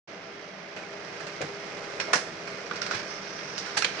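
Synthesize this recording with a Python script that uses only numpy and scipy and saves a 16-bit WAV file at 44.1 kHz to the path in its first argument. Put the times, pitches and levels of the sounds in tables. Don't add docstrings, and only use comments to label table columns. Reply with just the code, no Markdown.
import sys
import numpy as np
from scipy import signal
from scipy.fft import rfft, irfft
from scipy.io import wavfile

SR = 44100
rng = np.random.default_rng(int(sys.argv[2]) if len(sys.argv) > 2 else 0)


def dump(signal):
    limited = np.clip(np.atleast_2d(signal).T, -1, 1)
    pcm = np.round(limited * 32767).astype(np.int16)
    wavfile.write(sys.argv[1], SR, pcm)


N = 176400


def undb(db):
    return 10 ** (np.asarray(db) / 20)


def unit(x):
    return x / np.sqrt(np.mean(x ** 2))


def curve(rows):
    return np.interp(np.arange(N) / SR, *np.array(rows).T)


def over_hz(rows, size):
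    hz, value = np.array(rows, float).T
    return np.interp(np.log(np.arange(size // 2 + 1) * SR / size + 1), np.log(hz), value)


def eq(x, rows):
    size = x.shape[-1]
    cepstrum = irfft(np.log(undb(over_hz(rows, size))), size)
    cepstrum[1:size // 2] *= 2
    cepstrum[size // 2 + 1:] = 0
    return irfft(rfft(x) * np.exp(rfft(cepstrum)), size)


def resonate(x, modes):
    size = x.shape[-1]
    f = np.arange(size // 2 + 1) * SR / size
    response = sum(undb(db) * 1j * f * width / (hz ** 2 - f ** 2 + 1j * f * width)
                   for hz, width, db in modes)
    return irfft(rfft(x) * response, size)


# freq_hz, correlation
STEREO_LIKENESS = [(40, -1), (130, 1.3), (260, 0.87), (550, 0.7), (1150, 0.26), (2400, 0.14), (5000, 0)]

def diffuse(size):
    mid, side = rfft(rng.standard_normal((2, size)))
    likeness = np.clip(over_hz(STEREO_LIKENESS, size), -1, 1)
    mid *= np.sqrt((1 + likeness) / 2)
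    side *= np.sqrt((1 - likeness) / 2)
    return irfft(np.array([mid + side, mid - side]), size)


def walk(rate_hz):
    f = np.arange(N // 2 + 1) * SR / N
    return unit(irfft(rfft(rng.standard_normal(N)) / (1 + (f / rate_hz) ** 2) ** 2, N))


def grains(per_s, scatter_db, length_s):
    hits = (rng.random(N) < per_s / SR) * undb(scatter_db * rng.standard_normal(N))
    return np.sqrt(signal.lfilter([1], [1, -np.exp(-2 / (length_s * SR))], hits ** 2))


def tone(hz, db, wander, flutter_db):
    phase = 2 * np.pi * np.cumsum(hz * (1 + wander * walk(13.7))) / SR
    return np.sqrt(2) * undb(db + flutter_db * walk(6.1)) * np.sin(phase)


def add(out, x, start_s):
    i = int(start_s * SR)
    out[:, i:i + x.shape[1]] += x[:, :N - i]


# pitch_hz, width_hz, gain_db
HOUSING_MODES = [(339, 26, -5.5), (592, 47, -4.5), (661.5, 23, 1.5), (770, 39, -10), (1023, 21, -2),
                 (2140, 43, -7), (2055, 13, 4.5), (5600, 210, -5)]

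def housed(x):
    return x + undb(-1.5) * resonate(x, HOUSING_MODES)


# freq_hz, gain_db
AIR_EQ = [(25, -19), (55, -51.5), (85, -13.5), (125, -15), (180, 0), (230, -8), (320, -3.5), (380, -7),
          (600, -4.5), (750, -5), (950, -10.5), (1350, -8.5), (2200, -9.5), (3400, -19), (5700, -37),
          (6800, -38), (8000, -52), (10500, -65)]
# time_s, load_db
DRIVE_LOAD = [(.1, -11.5), (.74, -12.5), (.77, -4.5), (1.0, -5.5), (1.25, -3.5), (1.6, -3), (1.95, 2),
              (2.35, -2), (2.65, 0), (2.95, 0.5), (3.3, -3.5), (3.7, -1.5), (4, 0.5)]
BLADE_HZ, BLADE_PARTIALS = 404.1, [(1, -49.5), (2, -58.5), (3, -57.5), (4, -63)]

def fan():
    air = undb(-44.5) * unit(eq(housed(diffuse(N)), AIR_EQ))
    blades = sum(tone(k * BLADE_HZ, db, wander=0.0021, flutter_db=2.6) for k, db in BLADE_PARTIALS)
    return air + blades * undb(0.43 * curve(DRIVE_LOAD))


# freq_hz, gain_db
RATTLE_EQ = [(30, -11), (60, -27), (95, -7.5), (160, 3), (235, -3.5), (380, 0), (460, 5.5), (660, -3.5),
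             (740, -10.5), (950, -5), (1500, -3.5), (2200, -6.5), (3400, -17), (5700, -14), (7300, -22.5),
             (10500, -39)]
# pitch_hz, level_db
GEAR_WHINES = [(193.8, -60), (324, -59), (453, -64.5), (484.5, -61), (586.8, -56.5), (648, -57.5),
               (1340, -62.5), (2153, -61.5), (2466, -62), (3273, -67.5), (5076, -81), (5905, -70)]
RATTLE_DB, SHAFT_HZ, SHAFT_SWING_DB = -42.5, 2.25, -0.5

def gear_train():
    turn_db = SHAFT_SWING_DB * np.sin(2 * np.pi * SHAFT_HZ * np.arange(N) / SR)
    teeth = housed(diffuse(N) * grains(per_s=900, scatter_db=1, length_s=0.0017))
    rattle = undb(RATTLE_DB + curve(DRIVE_LOAD) + turn_db) * unit(eq(teeth, RATTLE_EQ))
    whine = sum(tone(hz, db, wander=0.00601, flutter_db=4) for hz, db in GEAR_WHINES)
    return rattle + whine * undb(curve(DRIVE_LOAD) / 2)


# freq_hz, gain_db
RUB_EQ = [(300, -20), (900, -0.5), (1500, 3.5), (2400, -0.5), (3500, -6.5), (5100, -1.5), (6100, -6.5),
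          (7500, -26), (10500, -37)]
# time_s, level_db
RUB_FADER = [(.7, -50), (1.2, -44.5), (2.4, -46), (2.905, -42), (2.93, -33.5), (3.0, -35), (3.03, -44),
             (3.12, -43), (3.5, -42.5), (3.67, -42), (3.75, -38.5), (3.85, -51), (4, -35.5)]
# pitch_hz, width_hz, gain_db
LIP_MODES = [(5310, 440, 1), (5810, 170, -0.5)]
# time_s, level_db
RASP_FADER = [(2.9, -78), (3.04, -61), (3.11, -42.5), (3.17, -43), (3.22, -56), (3.28, -49.5),
              (3.68, -47.5), (3.75, -59), (4, -55)]

def sheet():
    fibres = diffuse(N) * grains(per_s=2800, scatter_db=-1.5, length_s=0.003)
    catches = diffuse(N) * grains(per_s=330, scatter_db=1.5, length_s=0.01)
    rub = unit(eq(fibres, RUB_EQ)) * undb(curve(RUB_FADER) + 0.39 * walk(25))
    rasp = unit(resonate(resonate(catches, LIP_MODES), LIP_MODES)) * undb(curve(RASP_FADER))
    return rub + rasp


ROOM_DB, ROOM_T60_S = -9.5, 0.33

def impact(rise_s, decay_s):
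    t = np.arange(SR // 2) / SR
    attack = np.minimum(t / rise_s, 1)
    since_peak = np.maximum(t - rise_s, 0)
    energy = decay_s / .01
    tail = undb(ROOM_DB) * np.sqrt(energy) * np.exp(-np.log(1000) * since_peak / ROOM_T60_S)
    return diffuse(len(t)) * attack * np.hypot(np.exp(-since_peak / decay_s), tail)


# start_s, body_gain_db, mid_gain_db, treble_gain_db, top_gain_db, part, rise_s, decay_s
CLACK_CUES = [(.762, -52, -37.5, -47, -44, "pickup", 0.0022, 0.034),
              (1.201, -50, -36, -46.5, -36, "pickup", .002, 0.0097),
              (1.266, -45, -36, -44.5, -37, "pickup", .0027, 0.02),
              (1.407, -35, -38, -58, -42, "pickup", .001, .005),
              (1.4145, -39, -30, -33, -25.5, "pickup", .0006, 0.0066),
              (1.422, -36, -30, -39, -31, "pickup", 0.00066, .007),
              (1.999, -34, -26, -28.5, -26, "lever", .0007, 0.012),
              (2.13, -23.5, -14, -22.5, -8, "latch", 0.0049, 0.0096),
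              (2.155, -24.5, -27, -26, -18, "latch", 0.0015, 0.012),
              (2.473, -55, -38.5, -42, -38, "lever", 0.0021, 0.01),
              (2.711, -33, -24, -38.5, -60, "paper", 0.00024, 0.0063),
              (2.757, -43, -39, -36, -37, "paper", 0.0013, .015),
              (2.815, -59, -30.5, -26.5, -28, "paper", .0024, .011),
              (2.861, -46, -29, -33, -30.5, "paper", .004, 0.0075),
              (2.91, -31, -23.5, -32, -29, "paper", .0006, .005),
              (2.917, -26, -31, -32, -30, "paper", .0008, 0.0055),
              (2.947, -32, -41, -38, -26, "paper", .0023, 0.0071),
              (3.389, -42, -36.5, -40, -61, "paper", .0014, 0.0078),
              (3.578, -53, -37, -28, -28, "paper", 0.0017, 0.014),
              (3.659, -55, -38.5, -43, -38, "paper", .002, 0.033),
              (3.767, -30.5, -20.5, -22.5, -9.5, "flap", 0.0091, 0.01),
              (3.787, -40, -33.5, -30, -22, "flap", 0.0016, 0.0074),
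              (3.8214, -37.5, -22.5, -28, -21, "lever", 0.00048, 0.0082),
              (3.843, -27.5, -17, -19.5, -20, "stop", .0045, 0.0045)]
CLACK_BANDS = [450, 1500, 4800, 9000]
# freq_hz, gain_db
PLASTIC_EQ = [(25, -30), (60, -17), (200, 2.5), (450, 5), (800, 5), (1100, 2), (1500, 3.5), (2400, 2.5),
              (3200, -1.5), (4500, 2.5), (6000, -4), (7500, -13), (10500, -29)]
PART_MODES = { "pickup": [(726, 120, 2), (1740, 200, -3), (2600, 300, 3), (6800, 690, 0)],
              "lever": [(1360, 110, 6), (1570, 170, 3), (2200, 110, 10.5), (2480, 94, 10), (2730, 98, -2),
              (4250, 130, 5), (5430, 250, 11)], "latch": [(492, 39, 8), (1075, 110, 7.5), (1430, 88, 3),
              (1700, 150, 2.5), (2080, 68, -3), (4200, 83, -7), (5200, 320, 6.5), (5680, 76, 8),
              (6250, 320, 0)], "paper": [(1200, 180, 0), (1410, 130, 9), (5560, 710, 4.5)],
              "flap": [(816, 35, 11), (1720, 160, 4), (2710, 140, 0), (3070, 91, 2), (3430, 89, -2),
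              (4200, 110, 5), (4700, 120, 6), (5840, 160, 1)], "stop": [(1640, 110, 1), (2380, 110, 7),
              (3100, 180, 10.5), (4050, 130, 3), (6100, 240, 1)], }
SNAP_GAIN_DB, RING_GAIN_DB = 3.5, 2

def clacks():
    out = np.zeros((2, N))
    for start_s, *bands_db, part, rise_s, decay_s in CLACK_CUES:
        snap = eq(impact(rise_s, decay_s), PLASTIC_EQ)
        ring = resonate(snap, PART_MODES[part])
        hit = undb(SNAP_GAIN_DB) * snap + undb(RING_GAIN_DB) * ring
        add(out, eq(hit, list(zip(CLACK_BANDS, bands_db))), start_s)
    return out


# start_s, gain_db, pitch_hz, decay_s
THUMP_CUES = [(.768, -41.5, 622, 0.034), (.935, -39, 634, 0.029), (1.4068, -22.5, 442, 0.0022),
              (1.416, -27.5, 483, 0.0043), (1.423, -27.5, 470, 0.0063), (1.431, -32, 160, 0.012),
              (1.440, -30, 470, 0.0071), (1.492, -30.5, 476, 0.004), (2.083, -27.5, 620, 0.0088),
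              (2.101, -32, 655, 0.016), (2.947, -38, 113, 0.018)]

def thumps():
    out, t = np.zeros((2, N)), np.arange(SR // 2) / SR
    for start_s, gain_db, hz, decay_s in THUMP_CUES:
        knock = np.sin(2 * np.pi * hz * t) * np.exp(-t / decay_s)
        swing = resonate(knock, [(hz, 1.8 * hz, 0)])
        band = [(hz, hz, 0)]
        burst = impact(rise_s=0.0039, decay_s=decay_s)
        scatter = resonate(resonate(burst, band), band) * np.sqrt(SR / hz)
        add(out, undb(gain_db) * (swing + undb(-7.5) * scatter), start_s)
    return out


def squeak(peak_s=.839, pitch_hz=2290, fall_hz_per_s=14000, half_width_s=0.0046, level_db=-38):
    t = np.arange(N) / SR - peak_s
    phase = 2 * np.pi * (pitch_hz * t - fall_hz_per_s * t ** 2 / 2)
    return undb(level_db) * np.exp(-(t / half_width_s) ** 2) * np.sin(phase)


# freq_hz, left_minus_right_db
PAN = [(60, 8), (110, -1), (190, 0), (340, 0), (600, 1.5), (1060, -2), (1880, -9), (3340, -9), (5940, -8),
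       (10500, -8)]

def scene():
    mix = fan() + gear_train() + sheet() + clacks() + thumps() + squeak()
    pan_db = np.array([[.5], [-.5]]) * over_hz(PAN, N)
    return irfft(rfft(mix) * undb(pan_db), N)


OPEN_S, FADE_S, HIGH_CUT_HZ, PEAK_CEILING = 0.074, 0.0054, 10700, .8

def record(dry):
    rounded = PEAK_CEILING * np.tanh(dry / PEAK_CEILING)
    fade = 1 - np.exp(-np.maximum(np.arange(N) / SR - OPEN_S, 0) / FADE_S)
    high_cut = signal.ellip(10, .2, 80, HIGH_CUT_HZ, fs=SR, output="sos")
    return signal.sosfilt(high_cut, rounded * fade)


dry = scene()
out = record(dry)
dump(out)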